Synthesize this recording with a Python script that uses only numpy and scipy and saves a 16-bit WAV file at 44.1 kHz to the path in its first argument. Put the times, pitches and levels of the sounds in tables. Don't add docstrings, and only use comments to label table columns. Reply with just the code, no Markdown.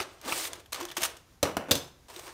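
import sys
import numpy as np
from scipy import signal
from scipy.fft import rfft, irfft
from scipy.io import wavfile

SR = 44100
rng = np.random.default_rng(int(sys.argv[2]) if len(sys.argv) > 2 else 0)


def gain_from_decibels(decibels):
    exponent = np.asarray(decibels, float) / 20
    return 10 ** exponent


def wav_record(signal):
    frames = np.transpose(np.atleast_2d(signal))
    bounded = np.clip(frames, -1, 1)
    quanta = np.round(bounded * 32767).astype(np.int16)
    wavfile.write(sys.argv[1], SR, quanta)


N = 102973

# [t/s, level/dB, brightness/dB]
PRESSURE = [
    [(0.0, -32, -22), (0.06, -49, -23), (0.15, -56.5, -5), (0.175, -57, -24), (0.205, -58, -26),
     (0.241, -46.5, -19), (0.28, -35, -1.5), (0.40, -43, 12), (0.478, -47, 11), (0.495, -48, -8),
     (0.6, -50.5, -12), (0.64, -66, -19), (0.7, -74, -15)],
    [(0.722, -48.5, 12.5), (0.80, -40.5, -19), (0.87, -49, -19), (0.93, -54.5, -35), (0.955, -59.5, 6),
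     (1.0, -47.5, 1), (1.06, -46, 20.5), (1.09, -45, -23), (1.22, -69, 3.5)],
    [(2.084, -50.5, -3.5), (2.15, -49.5, -1.5), (2.25, -51.5, 1.5), (2.29, -43.5, -9), (2.335, -55, -3)],
]
# [t/s, peak level/dB, hold/s, dimple f/Hz, dimple level/dB]
HAND_SNAPS = [(0.0018, -29, .002, 1330, 8), (0.002, -34, .002, 4400, 11), (0.010, -29, .005, 380, 4),
              (0.011, -36, .002, 4300, 9), (0.018, -33, .004, 2400, -3), (0.027, -31, .003, 4400, -2),
              (0.213, -38, .002, 6300, -4), (0.229, -46, .003, 12000, -8), (0.242, -40, .002, 2500, -3),
              (0.249, -38, .002, 3540, -3), (0.255, -35, .003, 888, -2), (0.260, -36, .006, 255, 5),
              (0.278, -31, .003, 1140, -2), (0.293, -29, .004, 1770, -3), (0.304, -31, .003, 330, 0),
              (0.3225, -26, .007, 1275, 7), (0.345, -30, .003, 3000, -6), (0.388, -28, .004, 5740, -6),
              (0.398, -30, .003, 2050, -3), (0.425, -29, .003, 3400, -6), (0.451, -27, .004, 2000, -3),
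              (0.472, -32, .003, 8500, -6), (0.5325, -24, .0015, 3300, -10), (0.554, -38, .004, 540, -2),
              (0.597, -42, .006, 2000, -10), (0.659, -40, .002, 3100, -2), (2.100, -42, .005, 958, 2),
              (2.1615, -30, .003, 3800, -3), (2.166, -54, .012, 360, 15), (2.1935, -30, .002, 1130, -6),
              (2.266, -39, .006, 1000, -5), (2.278, -35, .001, 1500, -10)]
# [t/s, peak level/dB, hold/s, dimple f/Hz, dimple level/dB]
TONG_SNAPS = [(0.7253, -26.5, 0.0049, 1140, -5.5), (0.7297, -24.5, 0.0041, 6670, -1),
              (0.744, -25, 0.0034, 1090, -7), (0.748, -31.5, 0.0029, 2340, -0.5),
              (0.756, -33, 0.0049, 1190, 1), (0.781, -40, 0.002, 1040, 6),
              (0.802, -31.5, 0.0083, 1150, 2.5), (0.810, -25, .002, 1050, -3), (0.816, -48, .03, 347, 17),
              (0.827, -32, .003, 5800, -8), (0.852, -27, .002, 3600, -10), (0.884, -38, 0.012, 3500, 3),
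              (0.902, -39, 0.0032, 2960, 7.5), (0.914, -30, 0.002, 3280, 1), (0.918, -41.5, 0.006, 1910, 3),
              (0.967, -18, 0.01, 820, -12), (0.98, -22, 0.0022, 357, -3.5), (1.006, -29, 0.011, 800, -4),
              (1.017, -24, 0.0042, 873, -9.5), (1.021, -27.5, 0.0073, 784, -2),
              (1.031, -17, 0.0046, 2760, -13), (1.035, -18, 0.00029, 800, -16.5),
              (1.037, -17, 0.0021, 3650, -20), (1.045, -26.5, 0.0067, 2440, -15),
              (1.051, -26, 0.0063, 3650, -20), (1.101, -41.5, 0.0037, 744, -17),
              (1.165, -39, 0.0072, 1580, -35)]
# [f/Hz, density level/dB]
RUSTLE_SPECTRUM = [(88, -53), (303, 2.5), (1140, 0), (1900, -4.5), (2270, -3.5), (7400, -7.5), (8700, -4),
                   (10300, -13.5), (16000, -11)]
# [f/Hz, density level/dB]
SNAP_SPECTRUM = [(120, -19), (200, -27.5), (735, 0), (3560, 2), (4680, -1.5), (6400, 3.5), (7140, -2.5),
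                 (9580, -3), (16000, -5.5)]
# [t/s, peak level/dB, hold/s, thud level/dB, boom level/dB]
KNOCKS = [
    (1.4286, -6, 0.0011, -6.5, -11),
    (1.45, -50, 0.00071, 13, -10),
    (1.568, -20.5, 0.001, 1.5, -5.5),
    (1.617, -60.5, 0.076, 10, -8),
    (1.685, -43.5, 0.019, 6, -9),
    (1.71, -3.5, 0.0009, -17.5, -36),
    (1.7121, -11.5, 0.00664, -18.5, -5.5),
    (1.752, -16.5, 0.0028, -16.5, -10),
    (1.763, -46, 0.01, -11, 4),
]
HELD_KNOCKS = 4
# [f/Hz, level/dB, t60/s]
ARMS_HELD = [(2550, -10, .05), (4110, -7, .08), (5190, -24, .25), (5800, -18, .28), (5950, -5, .03),
             (7860, -20, .1), (8740, -20, .22)]
# [f/Hz, level/dB, t60/s]
ARMS_LOOSE = [(3350, -4, .03), (3580, 0, .035), (3790, -5, .05), (4772, -11, .2), (5240, -20, .42),
              (5880, -17, .15), (6270, -15, .33), (7176, -24, .3), (7400, -16, .1), (8823, -18, .11),
              (9600, -20, .15), (10730, -16, .1), (12860, -20, .15), (14300, -16, .1)]
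# [f/Hz, density level/dB]
CLACK_SPECTRUM = [(500, -6), (1200, -14.5), (1910, -9.5), (3300, 3), (5000, -1.5), (6650, -2), (14200, -9),
                  (16000, -9.5)]
# [f/Hz, density level/dB]
THUD_SPECTRUM = [(88, -32), (150, -5.5), (218, -4), (588, -1.5), (1450, -8), (1730, -12.5), (3000, -15),
                 (3900, -50), (6600, -120)]
# [f/Hz, width/Hz, level/dB]
COUNTER_BODY = [(163, 22.5, -7), (260, 49, 1.5), (322, 32, -7), (460, 20, -7.5), (567, 14, -4),
                (800, 32, -16), (935, 27, -21)]
# [f/Hz, level/dB, t60/s]
CUPBOARD = [(91, -12, 0.13), (135, -12, 0.11), (275, -9, 0.07)]
# [f/Hz, level/dB, t60/s]
STRUCK_FLAT = [(177.2, -22.5, 0.58), (330, -8.5, 0.046), (464.6, -18, 0.33), (570, -13, 0.046),
               (800, -14.5, 0.073), (960, -14, 0.039), (1250, -12.5, 0.041), (1383, -19, .05)]
# [f/Hz, level/dB, t60/s]
STRUCK_EDGE = [(277.5, 8.5, 0.073), (492, -1.5, 0.086), (570, -5, 0.14), (936, -35, 0.069),
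               (1478, -6, 0.054)]
# [f/Hz, density level/dB]
AIR_SPECTRUM = [(15, -4), (25, 2.5), (74, -3.5), (206, -18), (2760, -32), (6920, -33), (7710, -37.5),
                (11600, -38.5), (16000, -41.5)]

GRAIN_CYCLES, DIMPLE_CYCLES = 25, 24
SNAP_DB, SNAP_T60_S, TICK_DB, TICK_T60_S = -11, 0.022, -6, 0.00034
SHIVER_DB, SHIVER_T60_S, SHIVER_CUT_HZ = -7, 0.075, 3600
DIMPLE_DB, BRIGHT_HZ = -3, 4000
CLACK_DB, CLACK_T60_S, CLACK_TAIL_DB, CLACK_TAIL_T60_S = -13.5, 0.031, -20, 0.31
THUD_DB, THUD_T60_S, THUD_TAIL_DB, THUD_TAIL_T60_S = -8.5, 0.024, -8, 0.32
RING_DB, RING_BLUR_HZ, RING_WAVER_DB = -22, 32, 2.5
BODY_DB, STRUCK_DB, CRACK_DB = -2, -7.5, -25
KITCHEN_DB, KITCHEN_T60_S, WALL_CUT_HZ, AIR_DB = -12, 0.42, 2540, -56
RUMBLE_CUT_HZ, TOP_CUT_HZ, OVERLOAD = 73, 16080, 0.6


def foil():
    return rustle() + snaps() + dimples()


def rustle():
    t = np.arange(N) / SR
    push, tight_db = np.zeros((2, N))
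    for rows in PRESSURE:
        s, db, bright_db = np.transpose(rows)
        tight_db += np.interp(t, s, bright_db, left=0, right=0)
        push += gain_from_decibels(np.interp(t, s, db, left=-120, right=-120))
    push *= gain_from_decibels(drift(64))
    rub = colour(push * crackle(7000, 1.5), RUSTLE_SPECTRUM)
    low = lowpass(rub, BRIGHT_HZ)
    return low + (rub - low) * gain_from_decibels(tight_db)


def snaps():
    snap, shiver = np.zeros((2, N))
    for s, db, hold, _, _ in HAND_SNAPS + TONG_SNAPS:
        tick = gain_from_decibels(TICK_DB) * burst(s, 0, TICK_T60_S)
        snap += gain_from_decibels(db + SNAP_DB) * (burst(s, hold, SNAP_T60_S) + tick)
        shiver += gain_from_decibels(db + SNAP_DB + SHIVER_DB) * burst(s, hold, SHIVER_T60_S)
    dull = lowpass(shiver * crackle(9000, 4.0), SHIVER_CUT_HZ)
    return colour(snap * crackle(8000, 5.6) + dull, SNAP_SPECTRUM)


def dimples():
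    rub, out = rng.standard_normal(N), np.zeros(N)
    for s, db, hold, hz, dimple_db in HAND_SNAPS + TONG_SNAPS:
        out += gain_from_decibels(db + dimple_db + DIMPLE_DB) * dimple(s, hold, hz, rub)
    return out


def dimple(s, hold, hz, rub):
    if hz < 400:
        t = np.arange(N) / SR - s
        return 0.63 * burst(s, hold, DIMPLE_CYCLES / hz) * np.sin(2 * np.pi * hz * t)
    near = slice(int(s * SR), int((s + 0.25) * SR))
    kick = (burst(s, 0.17 * hold, 0.0027 + 4.5 * hold) * rub)[near]
    low = ring(kick, hz, DIMPLE_CYCLES / hz)
    tone = np.zeros(N)
    tone[near] = low / np.abs(low).max()
    if 1200 < hz < 2500:
        high = ring(kick, min(hz * 1.85, 15000), DIMPLE_CYCLES / hz / 1.6)
        tone[near] += 1.56 * high / np.abs(high).max()
    return tone


def crackle(rate, spread_db):
    sizes = gain_from_decibels(spread_db * np.minimum(rng.exponential(1, N), 4)) * rng.choice([-1, 1], N)
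    clicks = sizes * (rng.random(N) < rate / SR)
    patch = rng.integers(0, 30, N)
    rings = np.zeros(N)
    for k, hz in enumerate(np.geomspace(250, 15000, 30)):
        rings += ring(clicks * (patch == k), hz, GRAIN_CYCLES / hz) * hz / 3000
    return rms_one(rms_one(rings) + 1.98 * rms_one(clicks))


def tongs():
    return arms() + clack_and_thud() + cupboard()


def arms():
    out = np.zeros(N)
    buzz = np.array([drift(60), drift(90)])
    for rows, modes in ((KNOCKS[:HELD_KNOCKS], ARMS_HELD), (KNOCKS[HELD_KNOCKS:], ARMS_LOOSE)):
        for hz, mode_db, t60 in modes:
            shake = sum(gain_from_decibels(db + RING_DB + mode_db) * burst(s, hold, t60) for s, db, hold, *_ in rows)
            waver = np.roll(buzz, int(hz), axis=1)
            phase = 2 * np.pi * np.cumsum(hz + RING_BLUR_HZ * waver[1]) / SR
            out += shake * gain_from_decibels(RING_WAVER_DB * waver[0]) * np.sin(phase)
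    return out


def clack_and_thud():
    clack, thud = np.zeros((2, N))
    for s, db, hold, thud_db, _ in KNOCKS:
        clack_tail = gain_from_decibels(CLACK_TAIL_DB) * burst(s, hold, CLACK_TAIL_T60_S)
        clack += gain_from_decibels(db + CLACK_DB) * (burst(s, hold, CLACK_T60_S) + clack_tail)
        thud_tail = gain_from_decibels(THUD_TAIL_DB) * burst(s, hold, THUD_TAIL_T60_S)
        thud += gain_from_decibels(db + thud_db + THUD_DB) * (burst(s, hold, THUD_T60_S) + thud_tail)
    rattle = rng.standard_normal((2, N)) * gain_from_decibels(2.77 * drift(380))
    clack, thud = clack * rattle[0], thud * rattle[1]
    out = colour(clack, CLACK_SPECTRUM) + colour(thud, THUD_SPECTRUM)
    for k, (hz, width, db) in enumerate(COUNTER_BODY):
        out += gain_from_decibels(db + BODY_DB) * resonance(thud, hz, width) * (-1) ** k
    return out


def cupboard():
    push = np.zeros(N)
    for s, db, hold, _, boom_db in KNOCKS:
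        push[int((s + hold) * SR)] = gain_from_decibels(db + boom_db)
    return sum(gain_from_decibels(db) * ring(push, hz, t60) for hz, db, t60 in CUPBOARD)


def counter():
    out, crack = np.zeros((2, N))
    for rows, modes in ((KNOCKS[:HELD_KNOCKS], STRUCK_FLAT), (KNOCKS[HELD_KNOCKS:], STRUCK_EDGE)):
        hit = np.zeros(N)
        for s, db, _, thud_db, _ in rows:
            contact = int(s * SR) + 12
            hit[contact] = gain_from_decibels(db + min(thud_db + 4, 6) + STRUCK_DB)
            crack[contact] = gain_from_decibels(db + CRACK_DB)
        for k, (hz, db, t60) in enumerate(modes):
            out += gain_from_decibels(db) * ring(hit, hz, t60) * (-1) ** k
    return out + colour(crack, CLACK_SPECTRUM)


def kitchen(x):
    t = np.arange(SR // 2) / SR
    decay = gain_from_decibels(-60 * t / KITCHEN_T60_S)
    noise = rng.standard_normal(len(t)) * np.clip(t / 0.0013, 0, 1) * decay
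    low = lowpass(noise, WALL_CUT_HZ)
    tail = low + (noise - low) * decay
    return signal.fftconvolve(x, tail / np.sqrt(np.sum(tail ** 2)))[:N]


def air():
    return gain_from_decibels(AIR_DB + drift(6)) * colour(rng.standard_normal(N), AIR_SPECTRUM)


def burst(s, hold, t60):
    out, start = np.zeros(N), int(s * SR)
    end = min(N, start + int((hold + 2 * t60) * SR) + 2)
    t = np.arange(start, end) / SR - s
    out[start:end] = np.clip(t * 2500, 0, 1) * gain_from_decibels(-60 * np.clip(t - hold, 0, None) / t60)
    return out


def ring(clicks, hz, t60):
    r, w = gain_from_decibels(-60 / (t60 * SR)), 2 * np.pi * hz / SR
    return signal.lfilter([0, np.sin(w)], [1, -2 * r * np.cos(w), r * r], clicks + 1e-18)


def resonance(x, hz, width_hz):
    r, w = np.exp(-np.pi * width_hz / SR), 2 * np.pi * hz / SR
    return signal.lfilter([(1 - r * r) / 2, 0, (r * r - 1) / 2], [1, -2 * r * np.cos(w), r * r], x)


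def colour(x, spectrum):
    hz, db = np.transpose(spectrum)
    grid = np.maximum(np.arange(4097) * SR / 8192, 10)
    log_gain = np.interp(np.log(grid), np.log(hz), db) * np.log(10) / 20
    cepstrum = irfft(log_gain)
    cepstrum[1:4096] *= 2
    cepstrum[4097:] = 0
    taps = irfft(np.exp(rfft(cepstrum)))
    return signal.fftconvolve(x, taps / np.sqrt(np.sum(taps ** 2)))[:N]


def lowpass(x, hz):
    return signal.sosfilt(signal.butter(1, hz, fs=SR, output="sos"), x)


def drift(rate):
    r = np.exp(-2 * np.pi * rate / SR)
    return rms_one(signal.lfilter([1], [1, -2 * r, r * r], rng.standard_normal(N + SR))[SR:])


def rms_one(x):
    return x / np.sqrt(np.mean(x ** 2) + 1e-20)


def scene():
    near = foil() + tongs() + counter()
    return (near + gain_from_decibels(KITCHEN_DB) * kitchen(near) + air())[None]


def band_limit(x):
    return signal.sosfilt(signal.butter(12, 16830, fs=SR, output="sos"), x)


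def record(dry):
    clear = signal.sosfilt(signal.butter(2, RUMBLE_CUT_HZ, "high", fs=SR, output="sos"), dry)
    rounded = OVERLOAD * np.tanh(clear / OVERLOAD)
    mix = signal.sosfilt(signal.cheby2(12, 40, TOP_CUT_HZ, fs=SR, output="sos"), rounded)
    return band_limit(mix)


dry = scene()
out = record(dry)
wav_record(out)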